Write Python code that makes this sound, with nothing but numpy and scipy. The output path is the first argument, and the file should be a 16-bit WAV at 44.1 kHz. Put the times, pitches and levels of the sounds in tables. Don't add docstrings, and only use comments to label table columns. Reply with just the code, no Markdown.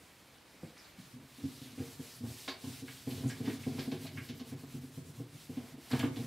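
import sys
import numpy as np
from scipy import signal
from scipy.fft import rfft, irfft, next_fast_len
from scipy.io import wavfile
from scipy.ndimage import uniform_filter1d, map_coordinates

SR = 44100
rng = np.random.default_rng(int(sys.argv[2]) if len(sys.argv) > 2 else 0)


def attenuation_scalar(level_db):
    decades = np.asarray(level_db, float) / 20
    return 10 ** decades


def inscribe(sig):
    pcm = np.round(np.clip(np.atleast_2d(sig).T, -1, 1) * 32767)
    wavfile.write(sys.argv[1], SR, pcm.astype(np.int16))


N = 276242


def unit(x):
    return x / np.sqrt(np.mean(x ** 2) + 1e-20)


def along(points, hz):
    f, v = np.transpose(points)
    return np.interp(np.log(hz + 1), np.log(f + 1), v)


def curves(rows):
    s, *cols = np.transpose(rows)
    return [np.interp(np.arange(N) / SR, s, c) for c in cols]


def wobble(rate):
    knots = rng.standard_normal(int(N * rate / SR) + 4)
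    return map_coordinates(knots, [np.arange(N) * rate / SR])


def filtered(x, response):
    m = next_fast_len(x.shape[-1] + 8192)
    spectrum = rfft(x, m) * response(np.fft.rfftfreq(m, 1 / SR))
    return irfft(spectrum, m)[..., :x.shape[-1]]


def rush(spectrum, patchy_db):
    z = signal.stft(rng.standard_normal(N + 512), nperseg=512)[2]
    field = uniform_filter1d(rng.standard_normal(z.shape), 8, axis=0)
    field = uniform_filter1d(field, 6, axis=1)
    x = signal.istft(z * attenuation_scalar(patchy_db * unit(field)), nperseg=512)[1][:N]
    return unit(filtered(x, lambda hz: attenuation_scalar(along(spectrum, hz))))


def ring(modes, t, scatter_db):
    hz, db, t60 = np.transpose(modes)[:, :, None]
    strength, detune = rng.standard_normal((2, len(modes), 1))
    sign = (-1.) ** np.arange(len(modes))[:, None]
    decay = attenuation_scalar(db + scatter_db * strength - 60 * t / t60)
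    return np.sum(sign * decay * np.sin(2 * np.pi * hz * (1 + 0.01 * detune) * t), axis=0)


def muted(t, db):
    return attenuation_scalar(-db * np.clip((t - 0.0267) / 0.006 + .5, 0, 1))


def swell(t, press_s):
    return 1 - np.exp(-t / press_s)


def add(track, s, sound):
    part = track[round(s * SR):][:len(sound)]
    part += sound[:len(part)]


# frequency in Hz, level in dB per Hz.
AIR_SPECTRUM = [(20, -34), (60, 17.5), (120, 4.5), (300, 4), (600, -3), (1500, -7), (4000, -11.5),
                (8000, -36), (15500, -33)]


def air(db):
    return attenuation_scalar(db) * rush(AIR_SPECTRUM, patchy_db=0)


# frequency in Hz, t60 in seconds.
ROOM_DECAY = [(100, 0.15), (500, 0.42), (3000, 0.26), (10000, 0.037)]


def room(x):
    out = np.zeros(N)
    span = round(0.3 * SR)
    hz, t, z = signal.stft(rng.standard_normal((N // span + 1, SR // 3)), SR, nperseg=256)
    decay = attenuation_scalar(-60 * t / along(ROOM_DECAY, hz)[:, None])
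    tails = signal.istft(z * decay, SR, nperseg=256)[1]
    for k, tail in enumerate(tails):
        piece = x[k * span:(k + 1) * span]
        add(out, k * span / SR + .009, signal.fftconvolve(piece, tail / np.linalg.norm(tail)))
    return out


# start in seconds, peak in dB, floor pitch in Hz, heel knock in relative dB,
# roll-on time in seconds.
FOOTSTEPS = [
    (0.005, -48.5, 151, 1, 0.015),
    (0.545, -51.5, 291, -2, 0.0045),
    (0.633, -30, 157, -3, 0.0072),
    (0.986, -32.5, 182, -35, 0.012),
]


def steps():
    out, t = np.zeros(N), np.arange(SR // 4) / SR
    for s, db, hz, knock_db, roll_s in FOOTSTEPS:
        push = ring([(hz, 0, .1), (1.45 * hz, -6, .07), (0.64 * hz, -8, .12)], t, 0)
        knock = ring([(327, 2.0, 0.044), (507, -2, 0.049), (440, -21, 0.04), (750, 3.0, 0.014)], t, 0)
        step = (push + attenuation_scalar(knock_db) * knock) * muted(t, 6) * swell(t, roll_s)
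        add(out, s - .003, attenuation_scalar(db) * step)
    return out


# turn in seconds, hiss at the turn in dB, hiss at full speed in dB, share of the stroke before full
STROKES = [(0, -65, -67, 0.6), (.43, -70.5, -67, 0.7), (.6, -67.5, -65.5, 0.4), (.745, -68.5, -64.5, 0.6),
           (.955, -69.5, -62.5, 0.3), (1.19, -70.5, -59, 0.97), (1.69, -61.5, -61, .4),
           (1.745, -64, -56, 0.7), (1.975, -63.5, -56, 0.75), (2.1, -56.5, -57.5, 0.55),
           (2.22, -66, -54, 0.86), (2.355, -57, -53, 0.2), (2.57, -67.5, -54, 1), (2.71, -56, -54.5, 0.6),
           (2.835, -63.5, -56.5, 0.46), (3.05, -61.5, -54.5, 0.52), (3.245, -59, -57, 0.3),
           (3.425, -61, -54.5, 0.6), (3.587, -62.5, -57, 0.16), (3.72, -59.5, -56, 0.56),
           (3.895, -62, -59.5, 0.5), (3.98, -62, -56, 0.6), (4.1, -65, -60.5, 0.9), (4.2, -65.5, -58, 0.47),
           (4.33, -70, -62, 0.53), (4.43, -69, -59, 0.53), (4.555, -70.5, -62, 0.5),
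           (4.66, -66.5, -59.5, 0.7), (4.805, -69, -61, 0.17), (4.91, -66.5, -60.5, 0.5),
           (5.03, -69, -61, 0.6), (5.13, -67, -61.5, 0.4), (5.26, -70.5, -60, 0.8),
           (5.49, -66, -62.5, 0.25), (5.62, -64, -62, 0.55), (5.765, -71.5, -59, 1),
           (5.9, -54.5, -54, 0.45), (6.11, -69, -57, 0.37)]
LAST_TURN_S = 6.36


def hand():
    turn, slow_db, full_db, share = np.transpose(STROKES)
    turn, slow_db = np.append(turn, LAST_TURN_S), np.append(slow_db, slow_db[-1])
    t = np.arange(N) / SR
    k = np.clip(np.searchsorted(turn, t, side="right") - 1, 0, len(share) - 1)
    done = np.clip((t - turn[k]) / np.diff(turn)[k], 0, 1)
    top = np.clip(share[k], .05, .95)
    rising = done < top
    reach = np.where(rising, done / top, (1 - done) / (1 - top))
    arch = np.sin(np.pi / 2 * reach) ** 0.68
    dip_db = (1 - arch) * (full_db[k] - slow_db[k + ~rising])
    smooth = lambda v: uniform_filter1d(v, size=SR // 100)
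    return smooth(full_db[k] - dip_db), smooth(dip_db), smooth(done)


# frequency in Hz, level in dB, t60 in seconds.
DEEP_MODES = [(98.2, 2.5, 0.18), (124.4, 4.5, 0.16), (139.4, 4, 0.15), (161, -2, 0.2), (57.6, -9, 0.12)]
MAIN_MODES = [(238.4, -2.5, 0.16), (287.6, -8, 0.12), (256.5, 0.5, 0.17)]
UPPER_MODES = [(356.6, 1, 0.25), (381.6, -5, 0.28), (414.4, 1.5, 0.13), (460.7, 4.5, 0.12),
               (515.6, -4, 0.15), (660.6, -3.5, 0.12), (810, -8.5, 0.1), (738, -7, 0.1),
               (1056, -3.5, 0.044)]
# time in seconds, drone in dB.
WEIGHT = [(.8, -89), (1.3, -71), (1.9, -61.5), (2.35, -80), (2.71, -59), (2.84, -80), (3.05, -62),
          (3.15, -51), (3.4, -57), (3.65, -62), (3.84, -51), (4.33, -57.5), (5.26, -60.5), (5.54, -80),
          (5.68, -63), (5.87, -71), (5.96, -64), (6.26, -47)]


def drone():
    t = np.arange(SR // 2) / SR
    weight_db, = curves(WEIGHT)
    deep_db = -53 + 0.74 * (weight_db + 63.0)
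    drag_db = 1.8 * wobble(30) - 0.74 * hand()[1]
    jerks = attenuation_scalar(drag_db) * rng.standard_normal((2, N))
    high = ring(MAIN_MODES, t, 0) + attenuation_scalar(-15) * ring(UPPER_MODES, t, 0)
    deep = ring(DEEP_MODES, t, 0)
    shake = lambda force, modes: signal.fftconvolve(force, modes / np.linalg.norm(modes))[:N]
    return shake(attenuation_scalar(weight_db + 1.0) * jerks[0], high) + shake(attenuation_scalar(deep_db) * jerks[1], deep)


# start in seconds, peak in dB, deep modes in relative dB,
# upper modes in relative dB, lean to the higher main mode in dB.
LANDINGS = [(1.189, -43.5, -8, -36, -1), (1.402, -48, -12, -17, 11), (1.438, -26.5, -8, -26.5, 1),
            (1.614, -42, -4.5, -20, 6), (1.8, -30.5, -6, -16.5, -1), (1.995, -36.5, -6, -18, -0.5),
            (2.236, -33.5, -4.5, -17.5, -4), (2.481, -38.5, -14, -11, 6), (2.67, -37, -0.5, -24, 5),
            (2.822, -39.5, -3.5, -16.5, 3), (3.072, -30, -4.5, -15, 3), (3.256, -27, -3.5, -20, -2),
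            (3.404, -33, -4, -16.5, -1), (3.477, -21, -19, -21, 0), (3.667, -27.5, -5.5, -14, -0.5),
            (3.786, -32.5, -6, -13.5, 2), (3.877, -31.5, -38, -17.5, -5), (3.923, -34, -10, -10, -5),
            (4.182, -38, -27, -28, -7), (4.296, -40, -2, -13.5, -7), (4.413, -39.5, -8, -14, -4),
            (4.522, -37.5, -1.5, -13, -1), (4.741, -35, -7.5, -20, 1), (4.974, -41.5, 0, -14, 3.5),
            (5.197, -36, -7.5, -15.5, 3.5), (5.494, -34.5, -8.5, -18, 2.5), (5.571, -27.5, -17, -24.5, 1.5),
            (5.931, -23.5, -4.5, -16.5, -2.5), (6.035, -21.5, -12.5, -19, 8.5),
            (6.192, -39.5, 3, -10.5, -11)]
# start in seconds, peak in dB, deep modes in relative dB,
# lean in dB.
JUDDERS = [(1.138, -51, 3.5, -8), (1.162, -53, -3, -14), (1.232, -56.5, 4.5, 8), (1.385, -49, -26, -9),
           (1.73, -51.5, -10, -10), (1.777, -39.5, -9, 8), (2.207, -45.5, -4, -12), (2.28, -43.5, 1, -5),
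           (2.305, -46, 3, 4), (2.64, -40.5, -7, -8), (2.694, -51, -1, -2), (2.89, -50, 3, 0),
           (3.12, -37.5, -1.5, -8), (3.204, -42, -11, 5), (3.238, -33.5, -7, -7), (3.311, -50, 7, -2),
           (3.442, -35, -9, -3), (3.503, -33.5, -10, 11.5), (3.566, -50, -2, -1), (3.6, -49, 4, 2),
           (3.71, -48, 4, -5), (3.749, -37, -14, 7), (4.041, -42.5, -28, 0), (4.107, -55, -9, -19),
           (4.209, -44.5, 5, 4), (4.331, -46, -2, 0), (4.397, -47, -8, 0), (4.633, -42, -20, 8),
           (4.778, -48, 1, -5), (4.835, -43, -10, 8), (5.093, -49.5, -5, 0), (5.342, -53.5, 5.5, 12),
           (5.525, -49, 2, 2), (5.61, -50.5, -3, -2), (5.643, -45.5, -23, -5), (5.74, -43.5, -12, -3),
           (5.778, -43.5, -17, 11), (5.911, -36, -27, 3), (5.992, -35.5, 0, 5), (5.955, -37, -2, 7),
           (6.016, -43, 0, 3), (6.07, -40, 1, 4), (6.105, -40, 1, 4), (6.166, -33, -17, 9),
           (6.215, -43, -4, 3)]
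# time in seconds, lean to the higher deep modes in dB,
# focus on the middle deep mode in dB.
SPOT = [(1.1, 0, 2.5), (1.45, -1.5, 0), (1.798, -3, 0), (2.0, 1, -3), (2.25, -9, 2), (2.65, 2, 1.5),
        (2.85, -4, 0), (3.1, -1, 2.5), (3.26, 4, 9), (3.45, -3.5, -2.5), (3.7, -0.5, 2.5), (4.1, 1, -1),
        (4.5, -2.5, -0.5), (4.95, 8.5, 4.5), (5.2, 2, 0), (5.55, 2, 0), (5.95, -4, 3), (6.2, -2, 1.5)]
MAIN_LEAN = (-1, 1, 0)
DEEP_LEAN, DEEP_FOCUS = (-1, 0, 1, 1, -1), (-1, 1, -1, -1, 0)
JUDDER_UPPER_DB = -16.5


def thumps():
    out, t = np.zeros(N), np.arange(SR // 4) / SR
    when, *place = np.transpose(SPOT)
    judders = [(s, db, deep_db, JUDDER_UPPER_DB, lean_db) for s, db, deep_db, lean_db in JUDDERS]
    for s, db, deep_db, upper_db, lean_db in list(LANDINGS) + judders:
        press_s = 0.0042 + 0.00025 * (JUDDER_UPPER_DB - upper_db)
        main = [(hz, level + side * lean_db, t60)
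                for (hz, level, t60), side in zip(MAIN_MODES, MAIN_LEAN)]
        body = ring(main, t, 0.29) * muted(t, 11)
        body = body + attenuation_scalar(upper_db) * ring(UPPER_MODES, t, 1.5)
        add(out, s - .003, attenuation_scalar(db - 1.0) * body * swell(t, press_s) ** 1.26)

        lean, focus = (np.interp(s, when, v) for v in place)
        bend = [(hz, level + a * lean + b * focus, t60)
                for (hz, level, t60), a, b in zip(DEEP_MODES, DEEP_LEAN, DEEP_FOCUS)]
        deep = ring(bend, t, 1.5) * muted(t - 0.024, 10)
        deep_start = s - .003 - 0.01104
        add(out, deep_start, attenuation_scalar(db + deep_db + 0.5) * deep * swell(t, 0.0081) ** 2)
    return out


# start in seconds, peak in dB, centre in Hz, t60 in seconds.
BACK_SCUFFS = [(0.377, -53, 3670, 0.055), (0.766, -47, 1970, 0.03), (0.9888, -49, 4060, 0.2),
               (1.7855, -44, 2060, 0.074), (2.4793, -32, 2860, 0.15), (2.8795, -35, 1850, 0.058),
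               (3.103, -39.5, 3360, 0.12), (3.2962, -34, 1930, 0.11), (3.4532, -38, 2450, 0.28),
               (3.4885, -37, 2000, 0.17), (3.6349, -41.5, 2220, 0.065), (3.79, -33, 3350, 0.11),
               (3.915, -36, 3220, 0.12), (4.0655, -42, 3800, 0.053), (4.1732, -33.5, 1860, 0.15),
               (4.287, -40.5, 3730, 0.2), (4.3962, -44.5, 3800, 0.15), (5.568, -47, 2610, 0.25),
               (5.914, -37, 2900, 0.3), (5.9313, -34.5, 2100, 0.24), (5.994, -30, 3020, 0.1),
               (6.0362, -35.5, 2280, 0.19), (6.16, -39, 2980, 0.07)]
# start in seconds, peak in dB, centre in Hz, t60 in seconds.
EDGE_SCUFFS = [(0.779, -45, 5130, 0.18), (0.84, -50, 4270, 0.25), (2.1, -46, 4900, 0.35),
               (2.4798, -32, 3570, 0.19), (2.4795, -31, 4400, 0.2), (2.483, -38.5, 6150, .1),
               (2.881, -52, 1700, 0.097), (3.27, -43, 10360, .1), (3.276, -41, 6700, 0.1),
               (3.286, -39, 8000, 0.15), (3.296, -38.5, 5270, .14), (3.297, -41, 1750, 0.12),
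               (3.4544, -45, 4540, .15), (3.63, -39, 2300, 0.062), (3.79, -45, 4050, .1),
               (4.067, -38.5, 4070, 0.087), (4.175, -42, 2100, 0.19), (4.397, -49, 4400, 0.17),
               (5.9144, -33.5, 4070, 0.17), (5.915, -45, 7500, .2), (5.92, -38, 3020, 0.071),
               (5.994, -39.5, 7560, 0.098), (5.996, -46, 10500, 0.089), (6.008, -37, 3130, 0.08),
               (6.168, -39.5, 3620, 0.05)]
# start in seconds, peak in dB, centre in Hz.
HOLLOW_KNOCKS = [(1.782, -43, 732), (2.25, -44.5, 900), (2.3, -46, 675), (2.478, -29, 940),
                 (2.64, -42.5, 850), (3.235, -41, 890), (3.473, -35.5, 815), (3.669, -42, 646),
                 (3.78, -35.5, 644), (3.914, -38, 674), (4.05, -41, 750), (4.398, -45, 750),
                 (4.516, -48, 800), (4.633, -48, 850), (5.197, -54, 700), (5.55, -55, 850),
                 (5.571, -46.5, 684), (5.6, -45, 700), (5.68, -52, 700), (5.74, -60, 700),
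                 (5.907, -33.5, 1090), (5.932, -28.5, 900), (5.945, -32.5, 750), (5.994, -35, 660),
                 (6.03, -27, 920), (6.166, -41, 792)]
# start in seconds, peak in dB, centre in Hz.
SHELL_SCUFFS = [(2.4816, -32.5, 1750), (3.297, -42.5, 3400), (3.7875, -38.5, 1670), (3.9169, -41, 1660),
                (4.0677, -41, 2460), (4.1715, -43, 1460), (4.2884, -39.5, 2300), (4.3966, -45, 2240),
                (4.524, -50, 1970), (5.9145, -38.5, 1860), (5.9953, -33, 1710)]
# start in seconds, peak in dB, centre in Hz.
HARD_TICKS = [(0.633, -44, 800), (0.778, -40.5, 5200), (2.479, -34, 2500), (2.879, -44, 2000),
              (3.295, -42, 3000), (3.452, -44, 4000), (3.788, -46, 3470), (3.915, -47, 2500),
              (4.067, -42, 3500), (4.171, -39, 2000), (4.289, -48, 3000), (4.396, -51, 4070),
              (5.907, -45, 1100), (5.914, -35, 3800), (5.994, -31, 8500), (6.03, -30, 1050),
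              (6.036, -38, 1300), (6.164, -48, 3000)]
# frequency in Hz, width in Hz, boost in dB.
FRAME_MODES = [(665, 40, 6), (780, 70, 4), (1050, 90, 3), (1645, 60, 7), (2200, 130, 5), (2870, 60, 3),
               (3060, 90, 5), (3510, 90, 5), (3750, 60, 3), (4020, 60, 3), (4450, 70, 6), (5220, 140, 4),
               (5920, 140, 4), (6780, 150, 3)]


def scuffs():
    out, t = np.zeros(N), np.arange(SR // 4) / SR
    drag_s, tick_s = 0.01, 0.002
    contacts = [(s, db, hz, 0.54, t60, drag_s) for s, db, hz, t60 in BACK_SCUFFS]
    contacts += [(s, db, hz, 0.17, t60, drag_s) for s, db, hz, t60 in EDGE_SCUFFS]
    contacts += [(*row, 0.67, 0.083, drag_s) for row in HOLLOW_KNOCKS]
    contacts += [(*row, 0.56, 0.16, drag_s) for row in SHELL_SCUFFS]
    contacts += [(*row, 0.6, 0.023, tick_s) for row in HARD_TICKS]
    for s, db, hz, octaves, t60, hold in contacts:
        band = lambda f: np.exp(-.5 * (np.log2((f + 1) / hz) / octaves) ** 2)
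        rough = np.repeat(rng.standard_normal(len(t) // 64 + 1), 64)[:len(t)]
        grit = rng.standard_normal(len(t)) * attenuation_scalar(2.4 * rough)
        fade = attenuation_scalar(db - 13.0 - 60 * np.maximum(t - hold, 0) / t60)
        add(out, s - .001, fade * swell(t, hold / 8) * unit(filtered(grit, band)))
    rings = lambda f: 1 + sum((attenuation_scalar(db) - 1) * 1j * f * w / (c * c - f * f + 1j * f * w)
                              for c, w, db in FRAME_MODES)
    return attenuation_scalar(-2.5) * filtered(out, rings)


# frequency in Hz,
# level in dB per Hz.
FINE_HISS = [(1500, -26), (3000, -6), (5000, -3), (8000, -2), (12000, -5), (15500, -9)]
SLOW_SCRAPE = [(300, -10), (700, -0.5), (1400, -2.5), (2300, 1), (3200, -9), (5000, -7.5), (8000, -28)]
FAST_SCRAPE = [(500, -51), (1500, -15.5), (3000, -7), (4400, -6.5), (5600, -10.5), (7000, -26), (9000, -31)]
SHEEN = [(7000, -34), (11000, 1), (13500, -2), (15500, -8)]
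# time in seconds, scrape over hiss in dB, scrape colour from 0 to 1.
INK = [(0, 3, 0.35), (.8, 6, 0.33), (1.2, 2, 0.4), (1.4, 3.5, 0.6), (1.7, 3.5, 0.7), (1.9, -0.5, 0.43),
       (2.3, 0, 0.7), (2.7, 2, 0.74), (3.0, 2.5, 0.71), (3.3, 3, 0.52), (3.8, 4, 0.6), (4.4, 0.5, 0.82),
       (4.6, 1.5, 0.52), (5.1, -3, 0.56), (5.35, 1, 0.62), (5.7, 3, 0.42), (6.0, 3, 0.54),
       (6.26, 3.5, 0.45)]
# time in seconds, top of the hiss in dB.
GLOSS = [(0, 0), (.7, -3), (1.1, -5), (1.5, 4), (1.9, -4), (2.15, 3), (2.3, 0), (2.7, -10), (3.0, 3),
         (3.3, -4), (3.7, -1), (4.1, 5), (4.6, 6), (5.1, -1), (5.5, 3), (5.8, 8), (5.98, -1), (6.2, -1)]


def felt():
    hiss_db, dip_db, done = hand()
    ink_db, colour = curves(INK)
    blend = np.clip(colour + 0.14 * (done - .5), 0, 1) * np.pi / 2
    scrape = np.cos(blend) * rush(SLOW_SCRAPE, patchy_db=1.5)
    scrape = scrape + np.sin(blend) * rush(FAST_SCRAPE, patchy_db=1.5)
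    scrape_db = ink_db + 0.053 * dip_db - 3.0
    sheen_db = -8 + curves(GLOSS)[0] + 0.7 * (hiss_db - hiss_db.max())
    sheen = attenuation_scalar(sheen_db) * rush(SHEEN, patchy_db=-6)
    flutter_db = 0.45 * wobble(40)
    return attenuation_scalar(hiss_db + flutter_db) * (rush(FINE_HISS, patchy_db=1.0) + sheen + attenuation_scalar(scrape_db) * scrape)


# frequency in Hz, side minus mid in dB.
SPREAD = [(40, -22), (180, -27), (310, -20), (550, -15), (1650, -15), (3700, -16.5), (8640, 0.5),
          (15000, -7.5)]


def scene():
    hits, rub = scuffs(), felt()
    low = thumps() + drone() + steps()
    mid = low + hits + rub + air(-60.0)
    mid = mid + attenuation_scalar(-9.0) * room(low) + attenuation_scalar(-9.0) * room(hits) + attenuation_scalar(-15.0) * room(rub)
    diffuse = room(low + hits + rub) + air(-49.5)
    side = filtered(diffuse, lambda hz: attenuation_scalar(along(SPREAD, hz) - 6.5))
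    side = attenuation_scalar(3 * wobble(8)) * side
    mids = lambda hz: 0.089 * np.exp(-.5 * (np.log2((hz + 1) / 1500) / 1.1) ** 2)
    lean = filtered(mid, mids)
    return np.array([mid + side - lean, mid - side + lean])


def roll_off(x):
    return signal.sosfilt(signal.butter(12, 15730, fs=SR, output="sos"), x)


def record(dry):
    cut = filtered(dry, lambda hz: (1j * hz / (75 + 1j * hz)) ** 3 * (hz < 15740))
    rumble = attenuation_scalar(-86) * rush([(15, -36), (40, 8), (70, -6), (120, -29), (200, -62)], patchy_db=0)
    return roll_off(cut + rumble)


dry = scene()
out = record(dry)
inscribe(out)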